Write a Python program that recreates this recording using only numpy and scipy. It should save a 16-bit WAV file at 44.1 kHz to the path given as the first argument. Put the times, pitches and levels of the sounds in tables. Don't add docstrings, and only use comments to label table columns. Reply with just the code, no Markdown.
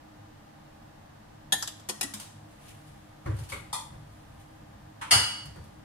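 import sys
import numpy as np
from scipy import signal
from scipy.fft import rfft, irfft, next_fast_len
from scipy.io import wavfile
from scipy.ndimage import uniform_filter1d

SR = 44100
rng = np.random.default_rng(int(sys.argv[2]) if len(sys.argv) > 2 else 0)


def how_loud(loudness_db):
    steps = np.asarray(loudness_db, float) / 20
    return 10 ** steps


def file_out(sig):
    cols = np.atleast_2d(sig).T
    lim = np.clip(cols, -1, 1)
    pcm = np.round(lim * 32767).astype(np.int16)
    wavfile.write(sys.argv[1], SR, pcm)


N = 257544


def at_hz(points, hz):
    table = np.array(points)
    return np.interp(np.log(hz), np.log(table[:, 0]), table[:, 1])


def rms_one(x):
    return x / np.sqrt(np.mean(x ** 2) + 1e-20)


# pitch in Hz, likeness from -1 to 1.
LIKENESS = [(60, 1), (99, 0.98), (160, .97), (270, 0.55), (450, -0.2), (740, -0.29), (1220, 0.2),
            (2010, 0.05), (3330, 0.05), (5500, -0.12), (9080, -0.054), (15000, -0.03)]
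# pitch in Hz, left minus right in dB.
SIDE_LEAN = [(60, 0), (110, 0), (200, 1), (380, -3.5), (700, -0.5), (1290, 1.5), (2380, 1.5), (4400, -1),
             (8120, 1.5), (15000, 14.5)]


def diffuse(size, tone, near=0):
    hz = np.maximum(np.arange(size // 2 + 1) * SR / size, 1)
    alike = np.clip(at_hz(LIKENESS, hz), -1, 1)
    mid, side = rfft(rng.standard_normal((2, size)))
    pair = np.sqrt(1 + alike) * mid + np.sqrt(1 - alike) * side * [[1], [-1]]
    lean_db = near * at_hz(SIDE_LEAN, hz) / 2
    return hz, pair * how_loud(at_hz(tone, hz) + np.array([lean_db, -lean_db]))


def hiss(tone, near=0):
    size = next_fast_len(N)
    hz, pair = diffuse(size, tone, near)
    return rms_one(irfft(pair, size)[:, :N])


def resonance(hz, radius):
    return [1, -2 * radius * np.cos(2 * np.pi * hz / SR), radius * radius]


def ring(push, hz, t60):
    radius = how_loud(-60 / (t60 * SR))
    return signal.lfilter([0, np.sin(2 * np.pi * hz / SR)], resonance(hz, radius), push + 1e-18)


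# pitch in Hz, time to fall 60 dB in seconds.
KITCHEN = [(60, 0.11), (250, 0.72), (1000, 0.59), (3000, 0.64), (8000, 0.54), (14000, 0.36)]


def echoes(tone, rise_s, early_s, tail_db):
    size = 2 ** 15
    hz, pair = diffuse(size, tone, near=1.0)
    t = np.arange(size) / SR
    octave = np.log2(hz / 30)
    out = 0
    for k in range(10):
        centre = 30 * 2 ** k
        band = irfft(pair * np.clip(1 - abs(octave - k), 0, 1), size)
        slow = 1 / centre
        cluster = np.exp(-t / (early_s + 2 * slow))
        tail = how_loud(tail_db - 60 * t / at_hz(KITCHEN, centre))
        out = out + band * (1 - np.exp(-t / (rise_s + slow))) * (cluster + tail)
    return out / np.sqrt(np.mean(out[:, :800] ** 2))


def blows(hits, tone, modes, ring_db, split_hz, rise_s, early_s, tail_db, pan_db):
    start = int(hits[0][0] * SR)
    body, treble = np.zeros((2, N - start))
    t = np.arange(4000) / SR
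    for (s, db, length), rough in zip(hits, rng.standard_normal((16, len(t)))):
        scuff = rough * np.exp(-t / max(length, 1e-4))
        push = 1.08 * scuff / np.sqrt(np.sum(scuff ** 2))
        push[0] = 1
        i = int(s * SR) - start
        body[i:i + len(t)] += push * how_loud(db - 15.5)
        treble[i:i + len(t)] += push * how_loud(db - 12.5)
    low = signal.butter(2, split_hz, "low", fs=SR)
    high = signal.butter(2, split_hz, "high", fs=SR)
    contact = signal.lfilter(*low, body) - signal.lfilter(*high, treble)
    room = echoes(tone, rise_s, early_s, tail_db)
    source = contact.copy()
    first = signal.fftconvolve(contact[None, :2000], room[:, :8000], axes=1)
    for hz, db, t60 in modes:
        turning = np.exp(-2j * np.pi * hz * np.arange(first.shape[1]) / SR)
        reach = np.linalg.norm(first @ turning)
        source += how_loud(ring_db + db) / reach * ring(contact, hz, t60)
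    wet = signal.fftconvolve(source[None], room, axes=1)[:, :N - start]
    return np.pad(wet, ((0, 0), (start, 0))) * how_loud([[pan_db / 2], [-pan_db / 2]])


def swells(rows, rise_db, fall_db):
    s, db, length = np.transpose(rows)[:, :, None]
    late = (np.arange(N) / SR - s) / np.maximum(length, .01)
    gains = how_loud(db + np.minimum(rise_db * late, -fall_db * late))
    return np.sqrt(np.sum(gains ** 2, axis=0))


GRASP_S, GRASP_DB_PER_S = 5.43, 122
SIDE_LAG_S = .0006


def direct(rows, rise_s):
    out = np.zeros((2, N + SR))
    t = np.arange(SR) / SR
    for s, db, hz, t60 in rows:
        swing = (1 - np.exp(-t / rise_s)) * np.sin(2 * np.pi * hz * t) * how_loud(db - 60 * t / t60)
        swing *= how_loud(-GRASP_DB_PER_S * np.maximum(s + t - GRASP_S, 0))
        for side in range(2):
            i = int((s + side * SIDE_LAG_S) * SR)
            out[side, i:i + SR] += swing
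    return out[:, :N]


# pitch in Hz, level in dB.
AIR_TONE = [(12, -46), (20, -7), (68, -10.5), (101, -7.5), (210, -12.5), (255, -14.5), (301, -9.5),
            (357, -21.5), (558, -13.5), (802, -12.5), (1290, -21.5), (1760, -20.5), (2260, -27.5),
            (3160, -28.5), (16000, -43)]
# pitch in Hz, width in Hz, level in dB.
DRONES = [(104.5, 7.3, -59.5), (147.5, 12, -61.5), (212.5, 29, -63), (308.4, 17.2, -62), (802, 20, -67),
          (1222, 22, -71)]


def appliances():
    out = how_loud(-53.5) * hiss(AIR_TONE)
    white = hiss([(10, 0), (20000, 0)])
    for hz, width, db in DRONES:
        section = [1, 0, -1] + resonance(hz, np.exp(-np.pi * width / SR))
        out = out + how_loud(db) * rms_one(signal.sosfilt([section, section], white))
    return out


# peak in seconds, level in dB, length in seconds.
STEPS = [(2.4, -66, 0.059), (2.62, -81, 0.045), (2.92, -49.5, 0.073), (3.41, -36, 0.023),
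         (3.556, -39.5, 0.045), (3.72, -47, 0.15), (3.95, -42, .1), (4.15, -54, 0.21), (4.35, -46.5, 0.12),
         (4.75, -50, .2), (5.48, -39, 0.047), (5.585, -38, 0.04), (5.78, -49.5, 0.12)]


def floor_rumble():
    tone = [(25, -34), (55, -2.5), (95, -2.0), (150, -1.5), (260, -28), (1000, -82.5)]
    return how_loud(-4.0) * swells(STEPS, rise_db=10.5, fall_db=8) * hiss(tone)


# peak in seconds, level in dB, length in seconds.
RUSTLE = [(2.52, -64.5, 0.04), (2.69, -55, 0.077), (2.89, -65.5, 0.2), (3.42, -57.5, 0.13),
          (4.2, -70, 0.69), (4.41, -63, 0.032), (5.65, -68, .15)]
# pitch in Hz, level in dB.
RUSTLE_TONE = [(1180, -32.5), (2000, -7), (2870, -6), (3290, -7), (4320, -11), (4440, -14), (10200, -9.5),
               (15500, -30)]


def cloth_rustle():
    grain_db = 1.5 * np.repeat(rng.standard_normal(N // 200 + 1), 200)[:N]
    grain = uniform_filter1d(how_loud(grain_db), size=150)
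    return how_loud(2.0) * swells(RUSTLE, rise_db=10.5, fall_db=9.5) * hiss(RUSTLE_TONE, near=1) * grain


# start in seconds, peak in dB, contact length in seconds.
TICK_HITS = [(2.137, -28, 0.0018), (2.198, -32, 0.028), (2.6817, -48.5, 0.0088), (2.8705, -54, 0.008),
             (3.259, -53, 0.008), (3.3654, -49, 0.008), (3.3873, -42.5, 0.01), (3.4344, -45, 0.0087),
             (3.4887, -40, 0.0075), (3.498, -35, 0.021), (4.3988, -60, 0.0069), (5.4544, -43, 0.008),
             (5.5574, -52.5, 0.0087), (5.6396, -51.5, 0.0067)]
# pitch in Hz, level in dB per Hz.
TICK_TONE = [(350, -34), (600, -6), (1050, 0), (1250, -3.5), (1960, -10), (2750, -6), (5360, -8.5),
             (9240, -5), (15500, -20.5)]


def handling_ticks():
    return blows(TICK_HITS, TICK_TONE, [], 0, 4800, rise_s=0.00014, early_s=0.0084, tail_db=-8.5, pan_db=-1.0)


# start in seconds, level in dB, pitch in Hz, time to fall 60 dB in seconds.
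BOOMS = [
    (1.523, -50, 205, .12),
    (1.893, -44, 208, 0.16),
    (2.025, -43, 281.5, 0.47),
    (2.14, -37, 208, 0.16),
    (3.258, -31, 125.5, .35),
    (3.265, -34, 320, 0.29),
    (3.298, -33, 101, 0.26),
    (3.385, -30, 83, 0.12),
    (5.128, -31, 92.6, .2),
    (5.135, -35, 223, .3),
]


def furniture_booms():
    return direct(BOOMS, rise_s=0.0053)


# start in seconds, peak in dB, contact length in seconds.
DOOR_HITS = [
    (2.143, -48, 0.0051),
    (3.257, -25, 0.0087),
    (3.299, -33, 0.014),
    (3.385, -41.5, 0.0042),
    (3.928, -44.5, 0.0091),
    (5.125, -30, 0.0034),
    (5.464, -43.5, 0.0045),
    (5.556, -38.5, 0.016),
]
# pitch in Hz, level in dB per Hz.
DOOR_TONE = [(36, -51), (62, -10.5), (117, -6), (187, -17.5), (265, -23), (324, -15), (369, -16),
             (684, -27), (853, -32), (911, -24.5), (1700, -28), (2740, -42.5), (12000, -59), (15600, -87),
             (22000, -120)]
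# pitch in Hz, level in dB, time to fall 60 dB in seconds.
DOOR = [(118, 0, .08), (323, -10, .08)]


def cupboard_thuds():
    return blows(DOOR_HITS, DOOR_TONE, DOOR, -53, 500, rise_s=0.0024, early_s=0.02, tail_db=-8.5, pan_db=0.3)


# start in seconds, peak in dB, contact length in seconds.
COUNTER_HITS = [
    (1.888, -23.5, 0.0079),
    (1.894, -20.5, 0.001),
    (2.01, -18, 0.002),
    (2.029, -21.5, 0.0092),
]
# pitch in Hz, level in dB per Hz.
COUNTER_TONE = [(88, -30), (150, -15), (296, -4.5), (462, -10), (722, -6), (1420, -10), (1600, -15),
                (1940, -10.5), (3830, -8.5), (4560, -10), (10100, -5), (15500, -31.5)]
# pitch in Hz, level in dB, time to fall 60 dB in seconds.
COUNTER = [(210, 7, .06), (300, 2, .04), (880, -6, .03), (1950, -3, .03), (10000, -3, .02)]


def counter_knocks():
    return blows(COUNTER_HITS, COUNTER_TONE, COUNTER, -46.5, 1600,
                 rise_s=0.000077, early_s=0.0071, tail_db=-19, pan_db=0.4)


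# start in seconds, peak in dB, contact length in seconds.
SAUCER_HITS = [
    (1.522, -13.5, 0.0053),
]
# pitch in Hz, level in dB per Hz.
SAUCER_TONE = [(88, -76), (150, -25), (620, -18.5), (830, -6.5), (1270, -23.5), (1760, -8.5), (2410, -29.5),
               (3300, -10), (5540, -22), (6860, -13.5), (8330, -21.5), (9180, -15), (12500, -22),
               (15500, -64)]
# pitch in Hz, level in dB, time to fall 60 dB in seconds.
SAUCER = [(205, -17, .05), (840, -10, .03), (1690, -20, .03), (1776, -15, .04), (2900, -12, .015),
          (3300, -6, .015), (3978, -8, .025), (6691, -12, .04), (7106, -12, .05), (9222, -5, .04),
          (11090, -4, .04), (11900, -8, .07)]


def saucer_set_down():
    return blows(SAUCER_HITS, SAUCER_TONE, SAUCER, -15.5, 2900,
                 rise_s=0.00096, early_s=0.0082, tail_db=-18.5, pan_db=0.5)


# start in seconds, peak in dB, contact length in seconds.
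ROCK_HITS = [
    (1.624, -22, 0.00035),
    (1.6743, -27.5, 0.0011),
    (1.796, -47.5, 0.002),
    (1.8344, -70, 0.0018),
]
# pitch in Hz, level in dB per Hz.
ROCK_TONE = [(240, -37), (400, -7), (860, 1), (1690, -3.5), (2430, -13), (3510, 2), (4160, -3), (5150, 0.5),
             (9500, -5.5), (13500, -11.5), (15500, -52)]
# pitch in Hz, level in dB, time to fall 60 dB in seconds.
ROCK = [(3410, -3, .03), (4980, 0, .04), (7050, -4, .03), (9430, -4, .03), (11200, -8, .03)]


def saucer_rocks():
    return blows(ROCK_HITS, ROCK_TONE, ROCK, -47.0, 2517,
                 rise_s=0.00054, early_s=0.01, tail_db=-18.5, pan_db=0.0)


# start in seconds, peak in dB, contact length in seconds.
LIFT_HITS = [
    (3.518, -26.5, 0.0035),
]
# pitch in Hz, level in dB per Hz.
LIFT_TONE = [(180, -27), (300, -5), (562, -4.5), (696, -11), (968, -5), (1730, -11.5), (2210, -1.5),
             (2700, -10), (5130, -23), (10400, -19), (15500, -45)]


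def crockery_lift():
    modes = [(2280, 0, 0.03), (2080, -2, 0.023)]   # Hz, dB, seconds to fall 60 dB
    return blows(LIFT_HITS, LIFT_TONE, modes, -34.5, 3500,
                 rise_s=0.0016, early_s=0.033, tail_db=-4.5, pan_db=1.5)


# start in seconds, peak in dB, contact length in seconds.
CAP_HITS = [
    (3.728, -23, 0.002),
]
# pitch in Hz, level in dB per Hz.
CAP_TONE = [(290, -52), (500, -22), (758, -28), (815, -14.5), (1030, -12), (1350, -13), (1470, -12.5),
            (2760, -15.5), (3500, -3.5), (4500, -15.5), (11300, -15), (13600, -29), (15500, -86)]
# pitch in Hz, level in dB, time to fall 60 dB in seconds.
CAP = [(1020, 0, .07), (1170, -2, .07), (2500, -8, .04), (3400, 0, .025), (3700, -2, .02), (11000, -6, .03)]


def cap_pop():
    return blows(CAP_HITS, CAP_TONE, CAP, -28, 2750, rise_s=0.00046, early_s=0.043, tail_db=-10.0, pan_db=0.7)


# start in seconds, peak in dB, contact length in seconds.
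TOUCH_HITS = [
    (5.011, -22.5, 0.025),
    (5.067, -36, 0.017),
]
# pitch in Hz, level in dB per Hz.
TOUCH_TONE = [(180, -60), (300, -32), (696, -16), (877, 0), (1240, -4), (2040, -12.5), (2880, -12),
              (4720, -27), (6000, -28), (9450, -22), (15500, -51.5)]


def glass_touch():
    return blows(TOUCH_HITS, TOUCH_TONE, [(9200, 0.0033, .06)], -46, 3600,
                 rise_s=.005, early_s=0.016, tail_db=-11.5, pan_db=-1.5)


# start in seconds, peak in dB, contact length in seconds.
GLASS_HITS = [
    (5.108, -10.5, 0.0041),
    (5.112, -10, 0.0061),
    (5.122, -14.5, 0.003),
]
# pitch in Hz, level in dB per Hz.
GLASS_TONE = [(120, -43), (250, -16.5), (420, -15.5), (800, 0), (1620, -1.5), (2470, -9.5), (2900, -3),
              (3960, -13), (4900, -1), (5600, -13.5), (9310, -6.5), (12900, -20), (15500, -87)]
GLASS_HZ = [1412, 2166, 2198, 2905, 2946, 3192, 3697, 4499, 4564, 4971, 5015, 6831, 7284, 8956, 9160, 9647,
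            9851, 10430, 10531, 11060]
# level in dB, time to fall 60 dB in seconds.
GLASS_RING = [(-9, .3), (-10, .2), (-10, .2), (-12, .2), (-13, .3), (-13, .12), (-12, .25), (-11, .2),
              (-8, .3), (-12, .3), (-14, .2), (-14, .15), (-16, .15), (-10, .3), (-8, .25), (-6, .22),
              (-13, .15), (-15, .15), (-9, .15), (-7, .2)]


def glass_knock():
    return blows(GLASS_HITS, GLASS_TONE, np.c_[GLASS_HZ, GLASS_RING], -18, 3700,
                 rise_s=0.0029, early_s=0.012, tail_db=-2.0, pan_db=-0.5)


# start in seconds, level in dB, pitch in Hz,
# time to fall 60 dB in seconds.
CHIMES = [
    (1.523, -27, 1785, .2),
    (3.52, -33, 2250, .15),
    (5.112, -22, 2905, .85),
    (5.112, -21, 4499, .55),
    (5.118, -29, 5015, .7),
    (5.112, -28, 8956, .45),
    (5.112, -28, 9647, .35),
]


def chimes():
    return direct(CHIMES, rise_s=0.0044)


def scene():
    out = appliances() + floor_rumble() + cloth_rustle()
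    out += handling_ticks() + furniture_booms() + cupboard_thuds() + counter_knocks()
    out += saucer_set_down() + saucer_rocks() + crockery_lift() + cap_pop()
    out += glass_touch() + glass_knock() + chimes()
    return out


def low_pass(x):
    return signal.sosfilt(signal.butter(12, 16150, fs=SR, output="sos"), x)


def record(dry):
    top_cut = signal.cheby2(12, 60, 16500, fs=SR, output="sos")
    heard = signal.sosfilt(top_cut, dry)
    return low_pass(heard)


dry = scene()
out = record(dry)
file_out(out)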